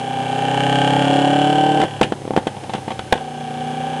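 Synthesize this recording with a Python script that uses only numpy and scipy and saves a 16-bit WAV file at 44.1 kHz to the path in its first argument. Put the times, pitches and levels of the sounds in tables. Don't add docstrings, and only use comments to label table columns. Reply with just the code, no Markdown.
import sys
import numpy as np
from scipy import signal
from scipy.fft import rfft, irfft
from scipy.io import wavfile
from scipy.ndimage import uniform_filter1d, map_coordinates

SR = 44100
rng = np.random.default_rng(int(sys.argv[2]) if len(sys.argv) > 2 else 0)


def store_wav(level_fs):
    pcm = np.round(np.clip(np.atleast_2d(level_fs), -1, 1) * 32767)
    wavfile.write(sys.argv[1], SR, pcm.T.astype(np.int16))


N = 176400


def undb(db):
    return 10 ** (np.asarray(db) / 20)


def unit(x):
    return x / np.sqrt(np.mean(x ** 2))


def curve(table, t):
    rows = np.array(table, float)
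    return [np.interp(t, rows[:, 0], column) for column in rows.T[1:]]


def causal(db):
    cepstrum = irfft(np.log(undb(db)))
    half = len(cepstrum) // 2
    cepstrum[1:half] *= 2
    cepstrum[half + 1:] = 0
    return np.exp(rfft(cepstrum))


def colour(x, points):
    hz, db = np.array(points, float).T
    f = np.maximum(np.fft.rfftfreq(N, 1 / SR), 1)
    response = causal(np.interp(np.log(f), np.log(hz), db))
    return unit(irfft(rfft(x) * response, N))


def walk(hz):
    hold = int(SR / hz)
    steps = np.repeat(rng.standard_normal(N // hold + 1), hold)
    return unit(uniform_filter1d(steps, hold))[:N]


# (time [s], cycle rate [Hz])
PULL_RATE = [(0.0, 31.65), (0.2, 31.62), (0.4, 32.23), (0.7, 33.14), (1.0, 34.08), (1.3, 35.2),
             (1.6, 36.55), (1.72, 36.96), (1.84, 36.85)]
COAST_RATE = [(1.951, 36.21), (2.299, 34.98), (2.65, 33.14), (2.9, 31.64), (3.1, 30.56)]
PICKUP_RATE = [(3.25, 30.12), (3.45, 30.06), (3.6, 30.21), (3.8, 30.87), (4.0, 31.26)]
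# (time [s], time [s])
STRONG_FIRING_S = (1.611, 3.309)
TIMING_JITTER_CYCLES = .0012


def crank(t):
    rate, = curve(list(PULL_RATE) + list(COAST_RATE) + list(PICKUP_RATE), t)
    cycle = np.cumsum(rate) / SR
    offsets = np.unwrap(np.interp(STRONG_FIRING_S, t, cycle) % 1, period=1)
    correction = np.interp(t, [COAST_RATE[0][0], COAST_RATE[-1][0]], offsets)
    return cycle - correction + TIMING_JITTER_CYCLES * walk(120)


# (place [share of the cycle], then strength at load 1, 2, 3, 4, 5 [dB])
CYLINDERS = [(-.02, -0.5, -2, -7, -1, 0.5), (.24, -6, -9, 1.5, -3.5, -9), (.48, -2, -20, -13.5, -17, -12.5),
             (.75, -13.5, -2.5, -16.5, -11, -9.5)]
SHOCK_WIDTH_S, SHOCK_SCATTER_DB = .00003, 1
BURST_DECAY_CYCLES, BURST_FLOOR = 0.074, 0.21


def firings(cycle, load):
    mean_rate = np.mean(np.gradient(cycle)) * SR
    shocks, bursts = 0, BURST_FLOOR
    for place, *levels in CYLINDERS:
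        strength = undb(np.interp(load - 1, np.arange(len(levels)), levels))
        from_front_s = ((cycle - place + .5) % 1 - .5) / mean_rate
        since_firing = (cycle - place) % 1
        shocks = shocks + strength * np.exp(-(from_front_s / SHOCK_WIDTH_S) ** 2)
        bursts = bursts + strength * np.exp(-since_firing / BURST_DECAY_CYCLES)
    return shocks * undb(SHOCK_SCATTER_DB * walk(60)), bursts


LOWEST_ORDER, HIGHEST_ORDER = 3, 28
# (relative level at load 1, 2, 3, 4, 5 [dB])
ORDER_LEVELS = [(-25, -13, -17, -20, -23), (-20, -1.5, 3, -3.5, -8.5), (-0.5, -4, -3, -14.0, -14.0),
                (-41, -28, -14.5, -13.5, -21.5), (-9, -17.5, -13, -16.0, -25.0), (-0.5, 1.5, 0, 2.5, -5),
                (-18, -10.0, -1, -8.5, -10), (-19.5, -42, -35, -14, -27), (-21, -11, -10, -33, -25.0),
                (-30, -28, -12.0, -17, -10.5), (-10, -7.5, -4.5, -15, -23), (-21, -13, -35, -18.0, -16),
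                (-11, -12, -21.5, -19, -25.0), (-24, -23, -14, -4, -19.0), (-10, -4, 1, -5.5, -16),
                (-21, -28.5, -37, -42, -26), (-26, -40, -27, -20, -26.0), (-17.0, -20.0, -27, -28, -17.0),
                (-36, -18, -5, 1, 1), (-20, -6, -10, -2, -19.5), (-16.0, -7.5, 0, -33, -29),
                (-21, -9, -5.0, -8.0, -35.0), (0.5, 3.5, 3.5, -20, -14.5), (-3.5, -10, -38, -32, -26),
                (-17, -14.0, -37, -22.0, -31), (-23.0, -28, -26, -33, -28)]
# (order [multiple of the cycle rate], relative level [dB])
SHUT_ORDERS = [(3, 3), (4, 5), (5, -11), (8, -8.5), (16, -30), (23, -13), (28, -12)]
THROB_AT = (0.005, 0.2497, 0.257, 0.0094, 0.0047)
TONE_SMEAR, TONE_LEAD_CYCLES, TONE_FLUTTER_DB = 0.0698, .35, 0.23


def tone(cycle, load, shut):
    orders = np.arange(LOWEST_ORDER, HIGHEST_ORDER + 1)
    sizes = undb(np.column_stack([curve(SHUT_ORDERS, orders)[0], np.array(ORDER_LEVELS)]))
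    sizes = sizes / np.sqrt(np.sum(sizes ** 2, axis=0) / 2)
    load_steps = np.arange(len(THROB_AT)) + 1
    throb = np.zeros(N)
    for order, size in zip(orders, sizes):
        gather_phase = np.unwrap(2 * np.pi * order * np.array(THROB_AT))
        lag = np.interp(load, load_steps, gather_phase) + TONE_SMEAR * order ** 2
        level = shut * size[0] + (1 - shut) * np.interp(load, load_steps, size[1:])
        throb -= level * np.cos(2 * np.pi * order * (cycle + TONE_LEAD_CYCLES) - lag)
    return throb * undb(TONE_FLUTTER_DB * walk(90))


def gas(cycle, repeat, size=1200):
    pattern = rng.standard_normal(size)
    repeating = unit(map_coordinates(pattern, [cycle % 1 * size], order=3, mode="wrap"))
    share = np.clip(repeat, 0, 1)
    return np.sqrt(share) * repeating + np.sqrt(1 - share) * rng.standard_normal(N)


# (time [s], load [1 light, 2 part, 3 high, 4 hard, 5 and above full])
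LOAD = [(.35, 2.4), (.6, 3.02), (1.0, 3.34), (1.18, 4.22), (1.33, 4.16), (1.52, 5), (1.95, 6.1), (3.0, 1.2)]
# (starts to shut [s], is shut [s], starts to open [s], is open [s])
THROTTLE_SHUT_S = (1.84, 1.88, 3.1, 3.22)
# (time [s], tone level [dB], gas roar level [dB], rasp level [dB])
EFFORT = [(0, -29, -29.5, -35.5), (.2, -25, -26.5, -32), (.4, -22.5, -22, -29), (.75, -16, -25, -25),
          (1.15, -14, -19.5, -25), (1.5, -13.5, -24.5, -26.5), (1.84, -15, -18, -29),
          (1.875, -34, -30, -35.5), (2.05, -30, -35, -39), (2.2, -36.5, -38.5, -55),
          (2.65, -37.5, -36, -49), (3.1, -38.5, -38.5, -45.5), (3.17, -37.5, -30, -37.5),
          (3.27, -31.5, -35.5, -44), (3.5, -28.5, -35, -39.5), (3.7, -25.5, -33, -38), (4, -27, -28.5, -35)]
# (frequency [Hz], relative level [dB])
ROAR_COLOUR = [(40, -36), (80, -36), (130, -7.5), (280, -2.5), (450, 1.5), (580, 5), (670, -4.5), (780, 16),
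               (860, 3.5), (1000, -2.5), (1300, -31.5), (2500, -41)]
# (frequency [Hz], relative level [dB])
RASP_COLOUR = [(600, -28), (950, -7), (1180, -1.5), (1320, -3), (1480, 1), (1570, 8), (1670, 5), (1850, -4),
               (2100, -9.5), (2320, 4), (2480, -10), (2850, 3), (3080, 3), (3280, 4.5), (3600, -9.5),
               (5000, -19.5), (8000, -16.5), (11000, -23.5)]
# (delay [ms], level [dB])
RASP_ECHOES = [(3.3, -7.5), (10.3, -7.5), (14, -14.5)]
ROAR_REPEAT, RASP_REPEAT = 0.35, 0.84
SHOCK_DB = -5.5


def engine(t):
    cycle = crank(t)
    load, = curve(LOAD, t)
    shut = np.interp(t, THROTTLE_SHUT_S, [0, 1, 1, 0])
    tone_db, roar_db, rasp_db = curve(EFFORT, t)
    shocks, bursts = firings(cycle, load)
    roar = colour(np.sqrt(bursts) * gas(cycle, ROAR_REPEAT), ROAR_COLOUR)
    fronts = undb(SHOCK_DB) * unit(shocks) * (1 - shut)
    turbulence = unit(bursts * gas(cycle, RASP_REPEAT))
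    rasp = colour(fronts + turbulence, RASP_COLOUR)
    echoes = sum(undb(db) * np.roll(rasp, int(ms * SR / 1000)) for ms, db in RASP_ECHOES)
    rasp = unit(rasp + echoes)
    throb = tone(cycle, load, shut)
    return undb(tone_db) * throb + undb(roar_db) * roar + undb(rasp_db) * rasp


# (frequency [Hz], relative level [dB])
FAN_COLOUR = [(15, -47), (25, -20.5), (124, -2), (219, -2.5), (631, -7.5), (776, -15.5), (1340, -18),
              (1600, -18.5), (3130, -19), (4730, -24.5), (6130, -26), (9510, -26), (12000, -26.5),
              (15600, -61), (22000, -120)]
# (frequency [Hz], rms level [dB])
WHINE = [(5200, -63.5), (6316, -61.5), (9419, -62.5)]
FAN_DB, FAN_WANDER_DB = -38.5, 0.85


def fan(t):
    level = undb(FAN_DB + FAN_WANDER_DB * walk(4.4))
    rush = level * colour(rng.standard_normal(N), FAN_COLOUR)
    whine = sum(undb(db) * np.sqrt(2) * np.sin(2 * np.pi * hz * t) for hz, db in WHINE)
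    return rush + whine


# (time [s], pressure pulse level [dB], pulse width [ms], pipe ring level [dB],
# crack level [dB], crack decay [ms])
BANGS = [(1.802, -7, 0.95, -13, -22, 7.5), (1.816, -25, 0.42, -32, -14, 4.7),
         (1.837, -3, 0.59, -6.5, -20.5, 7.4), (2.0135, 8, 0.72, 2.5, -6, 3.6),
         (2.03, -17, 0.73, -24, -12, 9), (2.065, -21, 1, -30, -38, 2.9), (2.1225, -6, 0.83, -11, -18, 4.1),
         (2.219, -20.5, 1, -28, -36, 3), (2.253, -15, 0.94, -29, -36, 2.8),
         (2.278, -12.5, 0.75, -21, -34, 5.8), (2.3074, -6.5, 0.74, -11.5, -30, 3.7),
         (2.3361, -15, 1, -13, -30, 4.6), (2.3646, 0, 0.55, -16, -14, 4.3), (2.3758, -1, 0.96, -2, -22, 10),
         (2.428, -36, 1, -32, -33, 6), (2.4701, -5, 0.8, -10, -18, 8.1), (2.548, -30, 0.84, -22, -39, 3.4),
         (2.567, -34, 1, -16, -34, 5.7), (2.637, -22, 1, -22.5, -30.5, 7.2),
         (2.695, -19.5, 1, -12, -29.5, 13), (2.7358, -16, 0.38, -9, -17.5, 6.9),
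         (2.75, -11.5, 1, -13.5, -29.5, 18), (2.781, -19.5, 0.95, -19, -41, 7.8),
         (2.88, -14, 1, -10, -29.5, 12), (2.9047, -29, 0.74, -8.5, -25, 7.9),
         (2.918, -21, 0.6, -14, -26, 4.6), (2.9926, -22, 0.82, -16, -15.5, 3.6),
         (3.064, -24, 1, -36, -44, 3), (3.1254, 5.5, 0.49, 3, -0.5, 3.14), (3.155, -16.5, 1, -16, -39, 5),
         (3.168, -30, 0.44, -26, -27, 2.3), (3.179, -32, 0.39, -16, -25.5, 3)]
# (frequency [Hz], relative level [dB], 60 dB decay [ms])
PIPE_MODES = [(778, 2.5, 32.3), (876, 1.5, 28), (542, -12, 53), (1088, -8, 25), (243, -5.5, 35)]
# (frequency [Hz], relative level [dB])
CRACK_COLOUR = [(200, 4.5), (900, -2.5), (1900, 3), (2400, -4.5), (3200, 2.5), (4200, -11), (6000, -17),
                (9000, -18.5), (12000, -28)]
RING_BUILD_MS, CRACK_BUILD_MS, CRACK_LEAD_MS = 4.4, 0.79, 0.9
PULSE_LEAN, PULSE_STEEPEN, PULSE_EDGE = 0.43, 0.34, 0.17


def bangs(t, size=6000):
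    out = np.zeros(N)
    hiss = colour(rng.standard_normal(N), CRACK_COLOUR)
    for at, pulse_db, width_ms, ring_db, crack_db, decay_ms in BANGS:
        start = int(at * SR) - size // 10
        span = slice(start, start + size)
        seconds = t[span] - at
        ms = seconds * 1000
        after = np.maximum(ms, 0)
        burning = np.maximum(ms + CRACK_LEAD_MS, 0)

        u = ms / width_ms
        u = u + PULSE_STEEPEN * (1 + np.tanh((u - .5) / PULSE_EDGE))
        pulse = (u ** 2 - 1) * np.exp(-u ** 2 / 2) * (1 + PULSE_LEAN * np.tanh(u))

        ring = np.zeros(size)
        for hz, db, t60_ms in PIPE_MODES:
            decay = np.exp(-np.log(1000) * after / t60_ms)
            ring -= undb(db) * np.sin(2 * np.pi * hz * seconds) * decay
        ring *= 1 - np.exp(-after / RING_BUILD_MS)

        crack = hiss[span] * (1 - np.exp(-burning / CRACK_BUILD_MS)) * np.exp(-burning / decay_ms)
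        out[span] += undb(pulse_db) * pulse + undb(ring_db) * ring + undb(crack_db) * crack
    return out


# (time [s], frequency [Hz], level [dB])
JETS = [(2.0325, 2850, -15), (2.037, 2780, -19), (3.128, 1820, -11)]
JET_HALF_WIDTH_S, JET_WOBBLE_HZ = .002, 180


def squeal(t):
    out = np.zeros(N)
    for at, hz, db in JETS:
        phase = np.cumsum(hz + JET_WOBBLE_HZ * walk(500)) / SR
        swell = np.exp(-((t - at) / JET_HALF_WIDTH_S) ** 4)
        out += undb(db) * np.sqrt(2) * np.sin(2 * np.pi * phase) * swell
    return out


# (delay [ms], level [dB])
WALL_ECHOES = [(10.5, -27), (14, -16.5), (24, -52), (32, -25)]
ROOM_T60_S, ROOM_DB, ROOM_HZ = 0.21, -21.52, 3500


def workshop(x, t):
    tail_colour = [(50, -6), (150, 0), (ROOM_HZ / 2, -3), (ROOM_HZ, -6), (11000, -14)]
    tail = colour(rng.standard_normal(N), tail_colour)
    tail = tail * np.exp(-np.log(1000) * t / ROOM_T60_S) * np.clip(t / 0.0022, 0, 1)
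    response = undb(ROOM_DB) * tail / np.sqrt(np.sum(tail ** 2))
    for ms, db in WALL_ECHOES:
        response[int(ms * SR / 1000)] += undb(db)
    return x + signal.fftconvolve(x, response)[:N]


def scene():
    t = np.arange(N) / SR
    return (engine(t) + fan(t) + workshop(bangs(t) + squeal(t), t))[None]


LOW_HZ, DULL_HZ, CUT_HZ, TOP_HZ = 50, 10500, 12161, 15800
CLIP_LEVEL = .705


def record(dry):
    thin = signal.sosfilt(signal.butter(2, LOW_HZ, "high", fs=SR, output="sos"), dry)
    dull = signal.sosfilt(signal.butter(10, DULL_HZ, fs=SR, output="sos"), thin)
    dull = signal.sosfilt(signal.ellip(8, .2, 70, CUT_HZ, fs=SR, output="sos"), dull)
    clipped = np.clip(dull, -CLIP_LEVEL, CLIP_LEVEL)
    return signal.sosfilt(signal.ellip(8, .2, 70, TOP_HZ, fs=SR, output="sos"), clipped)


dry = scene()
out = record(dry)
store_wav(out)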